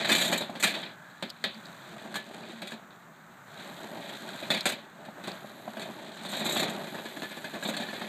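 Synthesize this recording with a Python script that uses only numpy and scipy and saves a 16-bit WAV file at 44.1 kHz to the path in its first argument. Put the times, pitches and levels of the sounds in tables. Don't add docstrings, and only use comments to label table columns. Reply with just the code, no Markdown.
import sys
import numpy as np
from scipy import signal
from scipy.fft import rfft, irfft, next_fast_len
from scipy.io import wavfile
from scipy.ndimage import map_coordinates

SR = 44100
rng = np.random.default_rng(int(sys.argv[2]) if len(sys.argv) > 2 else 0)


def transcribe(u):
    v = np.clip(np.atleast_2d(u).T, -1, 1)
    q = np.round(v * 32767).astype(np.int16)
    wavfile.write(sys.argv[1], SR, q)


N = 356548
RING_T = np.arange(SR // 2) / SR

# t/s, deck rumble/dB, treble of gears and loose parts/dB
DRIVE_LEVELS = [(0, -37, -34), (0.33, -36.5, -38.5), (0.46, -47.5, -57), (0.6, -46, -57), (0.76, -38, -47),
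                (0.95, -59.5, -65.5), (1.35, -65, -62.5), (1.6, -55.5, -59.5), (2.1, -48.5, -55.5),
                (2.68, -51, -57.5), (2.85, -58.5, -70), (3.44, -63, -69), (3.6, -50, -53), (3.85, -45, -54),
                (4.55, -45, -47.5), (4.86, -52.5, -66), (5.12, -49.5, -63), (5.3, -47.5, -55),
                (5.55, -50.5, -59.5), (5.9, -45.5, -55.5), (6.2, -47.5, -51.5), (6.55, -37.5, -37),
                (6.76, -40, -50), (7.12, -49, -51.5), (7.58, -48.5, -53), (7.72, -48, -56.5),
                (8.08, -43, -44.5)]
# f/Hz, level/dB
RATTLE_EQ = [(60, -59), (250, -43), (700, 3.5), (1100, -1.5), (1700, 11.5), (2100, 10.5), (2480, 11.5),
             (2750, 1), (3300, 9.5), (3900, 13.5), (6000, -5), (15000, -25.5)]
# start/s, end/s, level/dB
WASHER_CUES = [(0.1, 0.38, -38), (6.35, 6.65, -35), (7.64, 7.68, -43.5)]
# f/Hz, level/dB
WASHER_EQ = [(300, -50), (1500, -23), (3100, -25), (3700, 2), (3900, 1), (4200, -11.5), (5000, -14),
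             (7500, -6.5), (10000, -20), (11800, -9.5), (14000, -21)]
def rolling():
    rumble_db, treble_db = curves(DRIVE_LEVELS)
    lumps_db = 2 * wobble(20)
    rumble = amp(rumble_db + 1.5 + lumps_db) * unit(deck(taps(per_s=500, scatter_db=6, crack_db=6)))
    pace_db = treble_db + 37
    rattle = unit(coloured(taps(per_s=190, scatter_db=6, crack_db=8), RATTLE_EQ))
    washers = unit(coloured(taps(per_s=120, scatter_db=13, crack_db=2.5), WASHER_EQ))
    shaking = fades(WASHER_CUES, rise_db_per_s=260, fall_db_per_s=260)
    return rumble + amp(-34 + 1.002 * pace_db) * rattle + shaking * washers


# f/Hz, level/dB
GEAR_EQ = [(40, -56), (300, -29), (900, -6.5), (1600, 16.5), (2400, -9), (2800, 5), (3700, 11), (6000, 2),
           (15000, -10.5)]
# start/s, end/s, level/dB
WHINE_CUES = [(3.7, 4.5, -64.5), (5.35, 5.95, -65.5), (6.8, 7.5, -60), (7.85, 8.08, -61.5)]
# start/s, end/s, level/dB
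GEARBOX_CUES = [(0.75, 1.15, -54.5), (4.8, 5.0, -59)]
# start/s, end/s, level/dB
HUM_CUES = [(1.48, 1.51, -47), (2.12, 2.18, -47), (2.52, 2.63, -45)]
def motors(hum_hz=229, hum_wander=0.029):
    _, treble_db = curves(DRIVE_LEVELS)
    whir_db = np.minimum(treble_db + 2, -47.5)
    meshing = rng.standard_normal(N) * amp(3.8 * wobble(320))
    whir = amp(whir_db) * unit(coloured(meshing, GEAR_EQ))
    whine = fades(WHINE_CUES) * fuzzy_tone(hz=11700, width_hz=3400)
    gearbox = fades(GEARBOX_CUES) * fuzzy_tone(hz=1630, width_hz=380)
    flutter = amp(6.4 * wobble(25.3))
    hum_phase = 2 * np.pi * np.cumsum(hum_hz * (1 + hum_wander * wobble(40))) / SR
    hum = fades(HUM_CUES) * unit(flutter * np.sin(hum_phase))
    return whir + whine + gearbox + hum


# t/s, clank/dB, thud/dB, sharp edge/dB, small-part jangle/dB, loss per bounce/dB
JOLT_HITS = [(0.09, -6.5, -28, -18, -9.5, 17), (0.115, -6.5, -26.5, -13, -2.5, 4),
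             (0.2097, -13.5, -30.5, -4, 2.5, 4.5), (0.3223, -11.5, -24, -14, -4.5, 13),
             (0.407, -22.5, -28.5, -15, 4.5, 18), (0.5532, -30, -35.5, -22, 0, 15),
             (0.599, -21.5, -41, -2, -8, 16), (0.6266, -8.5, -37, -12, -9, 10),
             (0.6362, -5.5, -27, -14, -5, 9), (0.7401, -19, -35.5, -28, 1, 11.5),
             (0.8272, -23.5, -40, -47, -2, 7), (1.2249, -20.5, -30.5, -24, -3.5, 20),
             (1.4402, -14.5, -31, -28, 1.5, 24), (2.4948, -33.5, -40, -27, -2, 8),
             (2.6187, -25, -36, -19, -4, 18), (2.673, -27.5, -50, -13, -2, 5.5),
             (2.906, -47.5, -59, -28, 6, 20), (4.0907, -30.5, -39, -15, -1, 5),
             (4.4251, -28.5, -35.5, -18, -1, 17), (4.5034, -11, -26, -19.5, 1.5, 5.5),
             (4.6555, -10, -25, -10, -2.5, 7), (5.238, -29.5, -39, -18, 0, 10),
             (5.2738, -26, -31.5, -14, -1, 16), (5.796, -29.5, -39.5, -12, -1, 20),
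             (5.817, -27, -40, -12, 1.5, 12), (6.2507, -30, -35.5, -6, 6.5, 4),
             (6.329, -25, -32, -27, 7, 2.5), (6.4089, -33, -29, -14, 11, 8), (6.455, -29, -29, -5, 14, 3),
             (6.5611, -16.5, -27, -13, 2, 1), (6.6767, -20, -30.5, -30, -10, 20),
             (7.6491, -25, -30, -25, 9, 21), (7.687, -22, -26.5, -7, 0, 19),
             (7.7668, -23.5, -34, -11, 4.5, 7)]
def jolts(first_flight_s=0.035, flight_shrink=0.85):
    out = np.zeros(N + SR)
    for t, clank_db, thud_db, edge_db, jangle_db, loss_db in JOLT_HITS:
        for bounce in range(3):
            hit = frame_hit(t, clank_db, thud_db, edge_db, jangle_db, caster_db=-11.5)
            add(out, t, amp(-loss_db * bounce) * hit)
            t += first_flight_s * flight_shrink ** bounce
    return out[:N]


# t/s, clank/dB, thud/dB, treble/dB
CLACK_HITS = [(0.0478, -19, -46, -38), (2.0164, -40, -53, -66), (2.1422, -25.5, -43, -40),
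              (2.1565, -21, -37, -33), (2.4319, -35.5, -57, -71), (2.7195, -30.5, -38, -49),
              (5.0511, -37.5, -50, -56), (5.77, -32.5, -38.5, -56), (6.8694, -32.5, -40, -47.5),
              (6.9445, -31, -37.5, -50), (6.9845, -31.5, -37.5, -57), (7.0523, -27.5, -39.5, -56),
              (7.1669, -32, -38.5, -46), (7.2208, -27, -36.5, -49), (7.2326, -28, -38, -45),
              (7.3092, -30.5, -40.5, -51), (7.3701, -32.5, -39, -46), (7.443, -26.5, -38, -48),
              (7.5373, -29.5, -37, -48), (7.551, -33, -35, -49), (7.6257, -25, -38, -46),
              (7.7378, -24.5, -37, -44), (7.7992, -26, -33.5, -48), (7.8204, -26, -35.5, -51),
              (7.886, -27.5, -40.5, -55), (7.9299, -27.5, -37, -59), (7.9597, -36, -42, -60),
              (8.0127, -26, -35, -54)]
def casters():
    out = np.zeros(N + SR)
    for t, clank_db, thud_db, treble_db in CLACK_HITS:
        edge_db = treble_db - clank_db + 2
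        add(out, t, frame_hit(t, clank_db, thud_db + 1.5, edge_db, jangle_db=-2.5, caster_db=-1))
    return out[:N]


# f/Hz, level/dB
STEEL_EQ = [(60, -66), (250, -38), (700, -9.5), (1100, -10), (1750, -1), (2100, -0.5), (2480, 1),
            (2750, -6.5), (3300, 1.5), (3900, 4.5), (6000, -12), (15000, -22.5)]
# f/Hz, level/dB, t60/s
FRAME_MODES = [(1570, -12, .16), (1930, -1, .14), (2360, -3, .19), (2470, -1, .13), (2538, -1, .15),
               (3200, -7, .19), (3290, -6, .16), (3450, -2, .22), (3630, -4, .15), (3715, -5, .18),
               (3820, -4, .2), (4180, -3, .13), (4410, -7, .15), (6910, -15, .13), (7650, -18, .13),
               (8690, -18, .1)]
# f/Hz, level/dB, t60/s
FORK_MODES = [(1622, 7.5, 0.024), (1718, -5, 0.12), (1726, 2, 0.16), (1800, -17, 0.097), (2477, -9, 0.046)]
def frame_hit(t, clank_db, thud_db, edge_db, jangle_db, caster_db, rebound_s=0.0039):
    times, rumble_db, _ = np.transpose(DRIVE_LEVELS)
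    chatter = np.clip((np.interp(t, times, rumble_db) + 55.5) / 14, .03, 1.5)
    swell = RING_T / rebound_s * np.exp(1 - RING_T / rebound_s)
    rebounds = rng.random(len(RING_T)) < 600 / SR
    contact = chatter * swell * rebounds * rng.uniform(-0.97, 1, len(RING_T))
    contact[0] = amp(-5.5)
    struck = lambda ring: unit(signal.fftconvolve(contact, ring)[:len(RING_T)])
    steel = struck(coloured(dense_ring(crack_db=4), STEEL_EQ))
    clean_crack = unit(coloured(burst(t60=0.016), STEEL_EQ))
    steel += amp(-9) * max(1 - chatter, 0) * clean_crack
    steel += amp(-6.5) * struck(chime(FRAME_MODES, scatter_db=4.5, detune=0.0025))
    steel += amp(caster_db) * struck(chime(FORK_MODES, scatter_db=3, detune=0.0096))
    top_db = 0.56 * (edge_db + 19)
    hit_eq = [(70, -28), (500, 0.5), (2800, -1.5), (3800, jangle_db), (5000, -0.5), (7000, top_db)]
    clank = coloured(steel, hit_eq)
    thud = unit(deck(dense_ring(crack_db=-36)))
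    return amp(clank_db - 26) * clank + amp(thud_db - 16) * thud


# f/Hz, width/Hz, level/dB
DECK_MODES = [(185.6, 4.6, -2), (222, 46.5, 5), (327, 146, -4), (565.5, 123, -3), (648, 92, -10.5),
              (806, 350, -15)]
def deck(x, low_hz=142, high_hz=1300):
    def response(f):
        modes = sum(amp(db) * 1j * f * width / (hz * hz - f * f + 1j * f * width)
                    for hz, width, db in DECK_MODES)
        return modes / (1 + 1j * f / high_hz)
    low_cut = signal.butter(3, low_hz, "high", fs=SR, output="sos")
    return signal.sosfilt(low_cut, filtered(x, response))


# f/Hz, t60/s
CART_DECAY = [(150, 0.15), (500, 0.22), (1100, 0.15), (3000, 0.35), (8000, 0.1), (15000, 0.17)]
def dense_ring(crack_db, crack_t60=0.066):
    hz, t, spectrum = signal.stft(rng.standard_normal(len(RING_T)), SR, nperseg=256)
    decay = amp(-60 * t / along(CART_DECAY, hz)[:, None])
    tail = signal.istft(spectrum * decay, SR, nperseg=256)[1][:len(RING_T)]
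    ring = tail * (1 + amp(crack_db - 60 * RING_T / crack_t60))
    return ring / np.linalg.norm(ring)


# t/s, peak/dB
KNOCK_HITS = [(0.495, -24), (1.967, -34), (2.015, -38), (2.056, -31), (3.787, -36), (3.997, -36),
              (4.348, -35), (5.086, -30.5), (5.181, -33.5), (5.443, -32), (5.678, -26), (5.768, -32),
              (5.853, -34), (7.369, -37)]
# f/Hz, level/dB
WHEEL_EQ = [(50, -48), (110, -18), (210, -0.5), (420, -17.5), (640, 3), (900, -12.5), (1500, -24.5),
            (3000, -33), (9000, -50)]
# t/s, peak/dB
GRIT_HITS = [(1.2948, -29), (1.3013, -22.5), (1.545, -33), (1.656, -32), (4.608, -16.5), (5.3177, -24.5)]
def tyres():
    out = np.zeros(N + SR)
    for t, db in KNOCK_HITS:
        knock = coloured(burst(t60=0.046) + .5 * burst(t60=0.035), WHEEL_EQ)
        add(out, t, amp(db) * knock / np.abs(knock).max())
    grit_eq = [(1500, -46), (3400, 0), (4400, 11), (5100, 10), (6500, -17.5), (14000, -21)]
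    for t, db in GRIT_HITS:
        snap = coloured(burst(t60=0.0068) + 0.84 * burst(t60=0.028), grit_eq)
        add(out, t, amp(db) * snap / np.abs(snap).max())
    return out[:N]


# f/Hz, level/dB
STREET_EQ = [(25, -14), (60, -45), (110, 1.5), (170, 9.5), (290, -1), (460, -5), (620, 0), (1550, 3.5),
             (2500, -11.5), (4000, -27), (5300, -12.5), (7500, -20.5), (10000, -28), (15000, -15.5)]
def street():
    return amp(-51.5 + 2.1 * wobble(3.42)) * unit(coloured(rng.standard_normal(N), STREET_EQ))


def taps(per_s, scatter_db, crack_db, parts=6):
    out = np.zeros(N)
    for _ in range(parts):
        onsets = rng.random(N) < per_s / parts / SR
        strength = amp(scatter_db * rng.uniform(-0.85, 1, N))
        out += signal.oaconvolve(onsets * strength, dense_ring(crack_db))[:N]
    return unit(out)


def chime(modes, scatter_db, detune):
    hz, db, t60 = np.transpose(modes)[:, :, None]
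    gain = amp(db + scatter_db * rng.standard_normal(hz.shape)) * rng.choice([-1, 1], hz.shape)
    hz = hz * (1 + detune * rng.standard_normal(hz.shape))
    decay = amp(-60 * RING_T / t60)
    return unit(np.sum(gain * decay * np.sin(2 * np.pi * hz * RING_T), axis=0))


def burst(t60):
    x = rng.standard_normal(len(RING_T)) * amp(-60 * RING_T / t60)
    return x / np.linalg.norm(x)


def fuzzy_tone(hz, width_hz, wander=0.02):
    phase = 2 * np.pi * np.cumsum(hz * (1 + wander * wobble(5.5))) / SR
    return unit(wobble(width_hz) * np.sin(phase) + wobble(width_hz) * np.cos(phase))


def fades(cues, rise_db_per_s=110, fall_db_per_s=83):
    t = np.arange(N) / SR
    return sum(amp(db - rise_db_per_s * np.maximum(start - t, 0) - fall_db_per_s * np.maximum(t - end, 0))
               for start, end, db in cues)


def curves(rows):
    times, *columns = np.transpose(rows)
    return [np.interp(np.arange(N) / SR, times, column) for column in columns]


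def wobble(per_s):
    knots = rng.standard_normal(int(N * per_s / SR) + 4)
    return map_coordinates(knots, [np.arange(N) * per_s / SR])


def coloured(x, eq, size=2048):
    gain = amp(along(eq, np.fft.rfftfreq(size, 1 / SR)))
    cepstrum = irfft(np.log(gain))
    cepstrum[1:size // 2] *= 2
    cepstrum[size // 2 + 1:] = 0
    impulse = irfft(np.exp(rfft(cepstrum)))
    return signal.oaconvolve(x, impulse)[:len(x)]


def filtered(x, response):
    size = next_fast_len(len(x) + SR // 8, True)
    return irfft(rfft(x, size) * response(np.fft.rfftfreq(size, 1 / SR)), size)[:len(x)]


def along(points, hz):
    f, values = np.transpose(points)
    return np.interp(np.log(hz + 1), np.log(f + 1), values)


def add(out, t, sound):
    out[round(t * SR):][:len(sound)] += sound


def amp(db):
    return 10 ** (np.asarray(db) / 20)


def unit(x):
    return x / np.sqrt(np.mean(x ** 2) + 1e-20)


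def scene():
    return (rolling() + motors() + jolts() + casters() + tyres() + street())[None]


# f/Hz, level/dB
MIC_PORT_EQ = [(4000, -1.5), (4500, -4), (5300, -15.5), (6600, -0.5), (7900, 3), (9300, -2), (10100, -10.5),
               (11000, -2.5), (12000, 1), (13300, -5.5), (15200, -10.5)]
def record(dry):
    return filtered(coloured(dry[0], MIC_PORT_EQ), lambda hz: hz < 15550)[None]


dry = scene()
out = record(dry)
transcribe(out)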